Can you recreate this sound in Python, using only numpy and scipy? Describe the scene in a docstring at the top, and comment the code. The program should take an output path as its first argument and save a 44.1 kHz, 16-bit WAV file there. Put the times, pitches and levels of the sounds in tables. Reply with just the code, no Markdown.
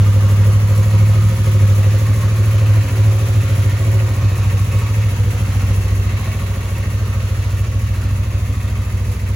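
"""A parallel-twin motorcycle idles on a paved drive beside a house, its idle loping and slowly climbing.
Beside it, uneven firing pairs ring silencer and pipe; tappets chatter, and cam chain and valves rustle and click.
Hard knocks ring the head from 2.4 s, bright ticks dot the sound from 3 s. The listener moves to the front by
6.2 s and backs away: the boom sinks, the deep thud shows more, a wall echo lengthens and porch reflections shift.
At 8 s a faint rasp of narrow noise slides down and fades, then two last ticks fall."""
import sys
import numpy as np
from scipy import signal
from scipy.fft import rfft, irfft, next_fast_len
from scipy.io import wavfile
from scipy.ndimage import uniform_filter1d, map_coordinates

SR = 44100
rng = np.random.default_rng(int(sys.argv[2]) if len(sys.argv) > 2 else 0)


def put_to_file(sound):
    """Save the sound as 16-bit audio at rate SR, in the file named by the first command-line argument."""
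    columns = np.atleast_2d(sound).T  # one column per channel
    safe = np.clip(columns, -1, 1)
    whole_steps = np.round(safe * 32767)
    wavfile.write(sys.argv[1], SR, whole_steps.astype(np.int16))


N = 412335
SIZE = next_fast_len(N + SR // 2, True)  # the engine is already running before time zero
TIME = (np.arange(SIZE) - (SIZE - N)) / SR
FREQ = np.maximum(np.arange(SIZE // 2 + 1) * SR / SIZE, 1e-3)


def undb(db):
    """Decibels to gain."""
    return 10 ** (np.asarray(db) / 20)


def curves(table):
    """Each column of a table, joined by straight lines in time."""
    seconds, *columns = np.transpose(table)
    return [np.interp(TIME, seconds, column) for column in columns]


def unit(x):
    """Scale to rms 1."""
    return x / np.sqrt(np.mean(x ** 2))


def even(x, size=13000):
    """Scale to rms 1 over every few engine cycles; size in samples."""
    power = uniform_filter1d(uniform_filter1d(x ** 2, size), size // 2)
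    return x / np.sqrt(power + 1e-18)


def colour(x, points):
    """Filter by an outline of (pitch_hz, gain_db) that falls away beyond its ends."""
    hz, db = np.transpose(points)
    gain = undb(np.interp(np.log(FREQ), np.log(hz), db))
    low_end = np.minimum(FREQ / hz[0], 1) ** 2
    high_end = np.minimum(hz[-1] / FREQ, 1) ** 2
    return irfft(rfft(x) * gain * low_end * high_end, SIZE)


def ring(x, hz, width):
    """One resonance, gain 1 at its centre."""
    return signal.lfilter(*signal.iirpeak(hz, hz / width, fs=SR), x)


def highpass(x, hz, order):
    """Take away what lies below hz."""
    return signal.sosfilt(signal.butter(order, hz, "high", fs=SR, output="sos"), x)


def noise():
    """White noise."""
    return rng.standard_normal(SIZE)


def grains(rate):
    """Dense tiny metal contacts of uneven size, about rate of them a second."""
    return unit((rng.random(SIZE) < rate / SR) * noise())


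def wander(rate):
    """A random drift: rate fresh points a second joined by straight lines."""
    points = rng.standard_normal(int(rate * SIZE / SR) + 2)
    return 1.67 * np.interp(np.linspace(0, len(points) - 1, SIZE), np.arange(len(points)), points)


def strokes(cycle, place, scatter_db, jitter_s):
    """One impulse a cycle at the given place, each a little different in size and timing."""
    turns = np.arange(int(cycle[0]) - 2, int(cycle[-1]) + 2) + place
    chance = rng.standard_normal((len(turns), 2))
    on_time = np.interp(turns, cycle, np.arange(SIZE), left=-SIZE, right=-SIZE)
    at = on_time + jitter_s * SR * chance[:, 1]
    inside = (at >= 0) & (at < SIZE)
    return np.bincount(at[inside].astype(int), undb(scatter_db * chance[inside, 0]), SIZE)


def gate(cycle, place, rise, decay):
    """A swell and fade once a cycle; rise and decay in cycles."""
    age = (cycle - place) % 1
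    return (1 - np.exp(-age / rise)) * np.exp(-age / decay)


def fading(kicks, decay_s):
    """Each impulse dies away exponentially."""
    return signal.lfilter([1], [1, -np.exp(-1 / (decay_s * SR))], kicks)


def struck(table, gain_db, decay_s):
    """Short bursts of noise from rows of (start_s, level_db)."""
    starts = np.searchsorted(TIME, [start for start, _ in table])
    kicks = np.bincount(starts, undb([db + gain_db for _, db in table]), SIZE)
    return noise() * fading(kicks, decay_s)


# stereo width, narrow in the bass: pitch_hz, side_gain_db
WIDTH = [(40, -28), (110, -21.5), (200, -19), (380, -11), (700, -4), (1300, -5.5), (2400, -1.5),
         (4400, -1.5), (16000, 7)]


def stereo(mid, side, pan_db):
    """Two microphones: alike in the bass, ever more different in the treble; pan is left minus right."""
    side = colour(side, WIDTH)
    return np.array([mid + side, mid - side]) * undb(np.array([[pan_db], [-pan_db]]) / 2)


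# the walk round the bike: time_s, place (0 beside, 1 fairing, 2 front corner, 3 ahead, 4 far ahead)
WALK = [(1.8, 0), (2.6, 1), (3.9, 1), (4.6, 2), (5.8, 2), (6.2, 3), (6.9, 3), (7.7, 4)]


def from_here(dbs):
    """Gain along the walk, from one level for each place."""
    place, = curves(WALK)
    return undb(np.interp(place, np.arange(len(dbs)), dbs))


# the listener backs away from the engine: time_s, distance_m
DISTANCE = [(0.0, 1.5), (3.0, 1.49), (6.0, 1.65), (8.3, 2.4), (9.35, 2.33)]


def heard(db_at_1m, shade_db=0):
    """Gain of an engine part: weaker with distance, and changed by shade_db for each place along the walk."""
    metres, = curves(DISTANCE)
    place, = curves(WALK)
    return undb(db_at_1m + shade_db * place) / metres


# the idle climbs as the engine warms and lopes, sagging and catching up: time_s, crank_speed_rpm
SPEED = [(0.0, 1516), (1.05, 1569), (1.35, 1597), (1.65, 1502), (2.1, 1610), (2.7, 1583), (2.85, 1629),
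         (3.0, 1585), (3.75, 1678), (3.9, 1574), (4.2, 1664), (4.65, 1665), (4.95, 1589), (5.1, 1665),
         (5.4, 1635), (5.7, 1693), (6.0, 1684), (6.15, 1606), (6.45, 1651), (7.05, 1615), (7.65, 1641),
         (7.8, 1584), (8.1, 1674), (8.25, 1614), (9.15, 1627), (9.35, 1710)]
# the camshaft hunts ahead and behind: drift scale (cycles), fresh drift points a second
HUNT_CYCLES, HUNT_PER_S = .004, 9


def camshaft():
    """Four-stroke cycles since time zero: one camshaft turn for every two of the crank."""
    rpm, = curves(SPEED)
    cycle = np.cumsum(rpm) / (2 * 60 * SR)
    return cycle - cycle[-N] + HUNT_CYCLES * wander(rate=HUNT_PER_S)


def sag(size=50000):
    """How far the engine lies below its average speed nearby (rev/min)."""
    rpm, = curves(SPEED)
    return uniform_filter1d(rpm, size) - rpm


def porch(x, t60, wet_db, count=30, size=2600):
    """Early reflections off porch and paving: random echo patterns, each fading into the next in turn."""
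    spot = np.linspace(0, count - 1, SIZE)
    echoes = rng.standard_normal((count, size)) * undb(-60 * np.arange(size) / SR / t60)
    wet = np.zeros(SIZE)
    for k, echo in enumerate(echoes):
        near = np.abs(spot - k) < 1
        reflected = signal.oaconvolve(x[near], echo / np.linalg.norm(echo))[:near.sum()]
        wet[near] += np.cos(np.pi / 2 * (spot[near] - k)) * reflected
    return (x + undb(wet_db) * wet) / np.hypot(1, undb(wet_db))


# a wall returns the exhaust, later as the listener backs away: time_s, lag_s, echo_db
WALL = [(3.5, .006, -20), (5.0, .007, -7), (6.5, .0148, -7), (7.8, .0218, -4), (9.35, .0225, -4)]


def wall(x):
    """Add one echo whose lag and level change along the walk."""
    lag_s, db = curves(WALL)
    return x + undb(db) * map_coordinates(x, [np.arange(SIZE) - lag_s * SR], order=1)


# stray metallic ticks: start_s, relative_level_db
TICKS = [(2.9741, -37), (4.787, -28), (6.6054, -33), (6.8987, -40), (8.817, -33), (9.1152, -32)]


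def ticks():
    """Now and then a loose part gives a short bright tick: a noise burst without its lows."""
    return highpass(struck(TICKS, gain_db=-7, decay_s=0.0091), 3000, order=2)


RASP_S, RASP_LENGTH_S, RASP_ATTACK_S, RASP_DECAY_S = 7.99, .55, 0.012, 0.76
RASP_FROM_HZ, RASP_TO_HZ, RASP_WIDTH_HZ = 1500, 852, 180
RASP_DB = -43.5  # before the envelope


def rasp():
    """A narrow band of noise, slow flutter on a gliding sine, that starts at once, sinks and fades."""
    age = np.clip(TIME - RASP_S, 0, RASP_LENGTH_S)
    hz = RASP_FROM_HZ * (RASP_TO_HZ / RASP_FROM_HZ) ** (age / RASP_LENGTH_S)
    envelope = (1 - np.exp(-age / RASP_ATTACK_S)) * np.exp(-age / RASP_DECAY_S)
    envelope = envelope * np.sqrt(1 - age / RASP_LENGTH_S)  # silent at the end
    lowpass = signal.butter(2, RASP_WIDTH_HZ / 2, fs=SR, output="sos")
    flutter = signal.sosfilt(lowpass, [noise(), noise()])
    carrier = np.sin(2 * np.pi * np.cumsum(hz) / SR)
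    mid, side = undb(RASP_DB) * envelope * unit(flutter * carrier)
    return stereo(mid, side, pan_db=1)


# colour of the steady whirr: pitch_hz, gain_db
WHIRR = [(20, -6), (42, -4), (150, -3), (230, -5), (320, -8), (600, -8), (850, -15), (2000, -41)]
WHIRR_DB = -32.5  # at 1 m


def whirr():
    """Steady low noise of the running engine, weaker with distance."""
    return heard(WHIRR_DB) * unit(colour(noise(), WHIRR))


# valve gear in each cycle: place_cycles (0-1), relative_level_db, decay_cycles
VALVES = [(.54, 15, 1), (.67, 6, 0.053), (.86, -6, 0.32), (.1, -14, 0.66)]


def valve_load(cycle):
    """How hard the valve gear works along the cycle."""
    return unit(sum(undb(db) * gate(cycle, place, rise=0.05, decay=decay) for place, db, decay in VALVES))


def valve_taps(cycle, size=1500):
    """Each valve seats with a short knock of fading noise; half the table's dB spread."""
    fade = np.exp(-np.arange(size) / SR / 0.043)
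    seats = sum(undb(db / 2) * strokes(cycle, place, scatter_db=4.5, jitter_s=0.00024)
                for place, db, _ in VALVES)
    return unit(noise() * signal.oaconvolve(seats, fade)[:SIZE])


# colour of the bright spray: pitch_hz, gain_db
HISS = [(4200, -24), (5500, -4.5), (6600, -1), (8500, -2.5), (11000, 1), (13000, -6.5), (15300, -3)]
HISS_DB, HISS_SHADE_DB = -35.5, -0.27  # at 1 m before the drift; change for each place along the walk
HISS_LAG_S = .000227  # the left channel comes this much later, opposite in sign
# one valve's sharp click: place in the cycle (0-1), decay (s), level against the spray before colouring (dB)
CLICK_PLACE, CLICK_DECAY_S, CLICK_DB = 0.94, .009, -11


def hiss(cycle):
    """Chain and valves spray fine bright contacts, with one sharp click a cycle as a valve shuts."""
    spray = unit(grains(rate=16000) * (.4 + valve_load(cycle)))
    shuts = strokes(cycle, CLICK_PLACE, scatter_db=3.5, jitter_s=.002)
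    click = unit(noise() * fading(shuts, CLICK_DECAY_S))
    bright = unit(colour(spray + undb(CLICK_DB) * click, HISS))
    sound = heard(HISS_DB, HISS_SHADE_DB) * undb(0.79 * wander(rate=20)) * bright
    return np.array([-np.roll(sound, round(HISS_LAG_S * SR)), sound])


# ringing covers and gears: pitch_hz, width_hz, relative_level_db
COVERS = [(758, 15, -13), (967, 52, -6), (1108, 43, -2.5), (1227, 113, -6), (1385, 35, -14)]
COVERS_DB = -39  # at 1 m


def covers(clatter, taps):
    """Clatter and valve taps ring the covers, each rattling more or less from moment to moment."""
    drive = clatter + 0.25 * taps
    rattle = sum(undb(db + 1.8 * wander(rate=15)) * ring(drive, hz, width) for hz, width, db in COVERS)
    return heard(COVERS_DB) * unit(rattle)


# the hardest tappet blows: start_s, relative_level_db
KNOCKS = [(2.439, -30), (2.584, -28), (2.661, -32), (2.673, -32), (3.41, -34), (3.999, -29), (7.203, -32)]
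# what such a blow rings: pitch_hz, width_hz, gain_db
KNOCK_MODES = [(2570, 92, 1.5), (2750, 110, -10), (2300, 92, -12)]


def knocks():
    """Now and then a tappet knocks hard on the head and rings out above the chatter."""
    blows = struck(KNOCKS, gain_db=19, decay_s=.004)
    return sum(undb(db) * ring(blows, hz, width) for hz, width, db in KNOCK_MODES)


# the cylinder head rings under the tappets: pitch_hz, width_hz, relative_level_db
HEAD = [(1820, 44, 2), (1896, 52, 2.5), (2084, 130, -2.5), (2206, 34, 4), (2320, 65, -3), (2536, 76, -3),
        (2650, 70, 2.5)]
# how much of the head is uncovered: beside_db, fairing_db, corner_db, ahead_db, far_ahead_db
HEAD_OPEN_DB = [-1, 1.5, 2, 3, 2]
TAPPETS_DB = -41.5  # at 1 m, before the head's openness
# place in the cycle (0-1), decay (cycles), contacts a second on each note before the burst shapes them
CHATTER_PLACE, CHATTER_DECAY, CHATTER_PER_S = 0.51, 0.46, 1800
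CHATTER_WAVER_DB = 2  # drift scale: harder in some cycles than in others


def tappets(cycle):
    """Once a cycle a burst of small contacts rings the cylinder head, each contact on a note of its own."""
    burst = gate(cycle, CHATTER_PLACE, rise=0.04, decay=CHATTER_DECAY)
    burst = burst * undb(CHATTER_WAVER_DB * wander(rate=13))
    rings = sum(undb(db) * ring(grains(rate=CHATTER_PER_S) * burst, hz, width) for hz, width, db in HEAD)
    return heard(TAPPETS_DB) * from_here(HEAD_OPEN_DB) * unit(rings)


# colour of the engine case: pitch_hz, gain_db
CASE = [(400, 1.5), (620, -7), (820, -12.5), (1100, -3), (1350, -7), (1650, -5.5), (2000, -4.5), (2650, -6),
        (3400, -10.5), (4300, -11), (5100, -16), (6500, -13), (7500, -21), (9500, -70)]
CASE_DB = -32.5  # at 1 m


def machinery(cycle):
    """Valve gear and cam chain rustle through the engine case over whirr, covers and tappets."""
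    taps = valve_taps(cycle)
    rustle = grains(rate=24000) * undb(0.53 * wander(rate=20)) * (1 + 0.21 * valve_load(cycle))
    clatter = unit(rustle + 0.19 * taps)
    case = heard(CASE_DB) * unit(colour(clatter, CASE))
    engine = case + covers(clatter, taps) + whirr() + tappets(cycle)
    return porch(engine, t60=0.085, wet_db=-9) + knocks() + ticks()


# balance of the machinery: pitch_hz, left_minus_right_db
TILT = [(20, 0), (1100, .5), (2000, 0), (2700, -1), (3500, -1.3), (4800, -3), (6500, -2), (20000, 0)]


def wide_machinery(cycle):
    """A broad source: the engine's parts reach the two microphones by unrelated paths."""
    left, right = stereo(machinery(cycle), machinery(cycle), pan_db=0)
    left = colour(left, np.multiply(TILT, (1, .5)))
    right = colour(right, np.multiply(TILT, (1, -.5)))
    return np.array([left, right])


# pipe resonances: pitch_hz, width_hz, beside_db, fairing_db, corner_db, ahead_db, far_ahead_db
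# (levels before bark and drift)
PIPE = [(125.2, 10, -64, -56, -59, -40, -33.5), (141, 35, -30, -37, -41.5, -34.5, -41),
        (170.7, 29, -30.5, -36, -31.5, -33.5, -36), (203, 23, -33.5, -39.5, -39.5, -38, -39.5),
        (271.7, 26, -42, -38.5, -41.5, -45.5, -44), (370.5, 14.5, -41, -40.5, -48, -57, -65),
        (490, 19, -50, -47, -43, -52.5, -49), (526.5, 32, -36.5, -39, -45, -45, -49),
        (546.6, 22.5, -49, -41, -46.5, -45, -49.5), (647, 36, -56, -49, -54, -51, -54.5)]
TURBULENT_HZ = 330  # rough gas drives the resonances from here up
CHAMBER_WIDTH_HZ = 24  # the second chamber is never narrower than this
PIPE_WAVER_DB = 1.3  # drift scale: each firing finds the pipe a little different


def pipe(pulses, gas, bark):
    """Clean pushes ring the low resonances, rough gas the high; two chambers in a row swell before they fade."""
    out = 0
    for hz, width, *dbs in PIPE:
        drive, gain = (pulses, 1) if hz < TURBULENT_HZ else (gas, bark)
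        first = ring(drive, hz, width)
        second = ring(first, hz, max(width, CHAMBER_WIDTH_HZ))
        out = out + gain * from_here(dbs) * undb(PIPE_WAVER_DB * wander(rate=13)) * even(second)
    return out


# colour of the baffles: pitch_hz, gain_db
BAFFLES = [(40, -83), (52, 9.5), (115, 10.5), (140, 7.5), (200, -1)]
# the silencer's two close boom modes, balanced against each other:
# pitch_hz, width_hz, beside_db, fairing_db, corner_db, ahead_db, far_ahead_db
BOOM = [(103.6, 1.94, -19, 5.5, 7.5, 1, -21), (100.9, 4, -11, 2, 2.5, 11.5, 15)]
# its deep thud: pitch_hz, width_hz
THUD = (60.7, 23.2)
# the boom fades towards the front and uncovers the thud: time_s, boom_db, thud_db (before the trims)
SILENCER = [(0.0, -10.4, -25.5), (2.2, -11.1, -28), (3.9, -13.5, -29), (4.4, -14.2, -25), (5.0, -14.6, -27),
            (6.0, -16.3, -19.5), (6.2, -18.2, -26), (6.55, -21, -25), (7.0, -17.6, -24.5),
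            (7.9, -17.6, -22.5), (9.35, -20, -23.3)]
BOOM_TRIM_DB, THUD_TRIM_DB = 0.27, 1.5


def silencer(pulses):
    """Firing pulses ring two close boom modes and a deep thud behind the baffles."""
    boom_db, thud_db = curves(SILENCER)
    soft = colour(highpass(pulses, 60.0, order=6), BAFFLES)  # a small outlet radiates little deep bass
    boom = sum(from_here(dbs) * ring(soft, hz, width) for hz, width, *dbs in BOOM)  # swells when the idle sags
    boom = undb(boom_db + BOOM_TRIM_DB) * even(boom, size=21000)
    thud = undb(thud_db + THUD_TRIM_DB) * even(ring(soft, *THUD))
    return boom - thud


# the two uneven firings: place_cycles (0-1), relative_push_db, scatter_db, relative_gas_burst_db
FIRINGS = [(.735, -3, 1.8, -5), (.985, 0, .8, 0)]
# the idle control opens when the speed sags, and the upper pipe barks harder (dB per rev/min)
BARK_DB_PER_RPM = .035


def exhaust(cycle):
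    """Firings ring the silencer and the pipe; a faint turbulent puff follows each one."""
    kicks = [strokes(cycle, place, scatter_db, jitter_s=.00012) for place, _, scatter_db, _ in FIRINGS]
    pulses = unit(sum(undb(row[1]) * kick for row, kick in zip(FIRINGS, kicks)))
    cracks = unit(sum(undb(row[3]) * kick for row, kick in zip(FIRINGS, kicks)))
    puff_shape = sum(undb(db) * gate(cycle, place, rise=0.049, decay=0.12) for place, _, _, db in FIRINGS)
    puffs = unit(noise() * puff_shape)
    gas = cracks * undb(1.5 * wander(rate=25)) + .2 * puffs
    bark = undb(BARK_DB_PER_RPM * sag())
    sound = silencer(pulses) + pipe(wall(pulses), wall(gas), bark)
    # the wave reaches the two microphones slightly out of step
    return stereo(sound, np.imag(signal.hilbert(sound)), pan_db=-0.5)


def scene():
    """One camshaft times the exhaust, machinery and hiss; the rasp joins on its own."""
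    cycle = camshaft()
    return (exhaust(cycle) + wide_machinery(cycle) + hiss(cycle) + rasp())[:, -N:]


TOP_HZ = 15900


def record(dry):
    """A steep low-pass cuts the treble above TOP_HZ."""
    return signal.sosfilt(signal.ellip(10, .1, 80, TOP_HZ, fs=SR, output="sos"), dry)


dry = scene()
out = record(dry)
put_to_file(out)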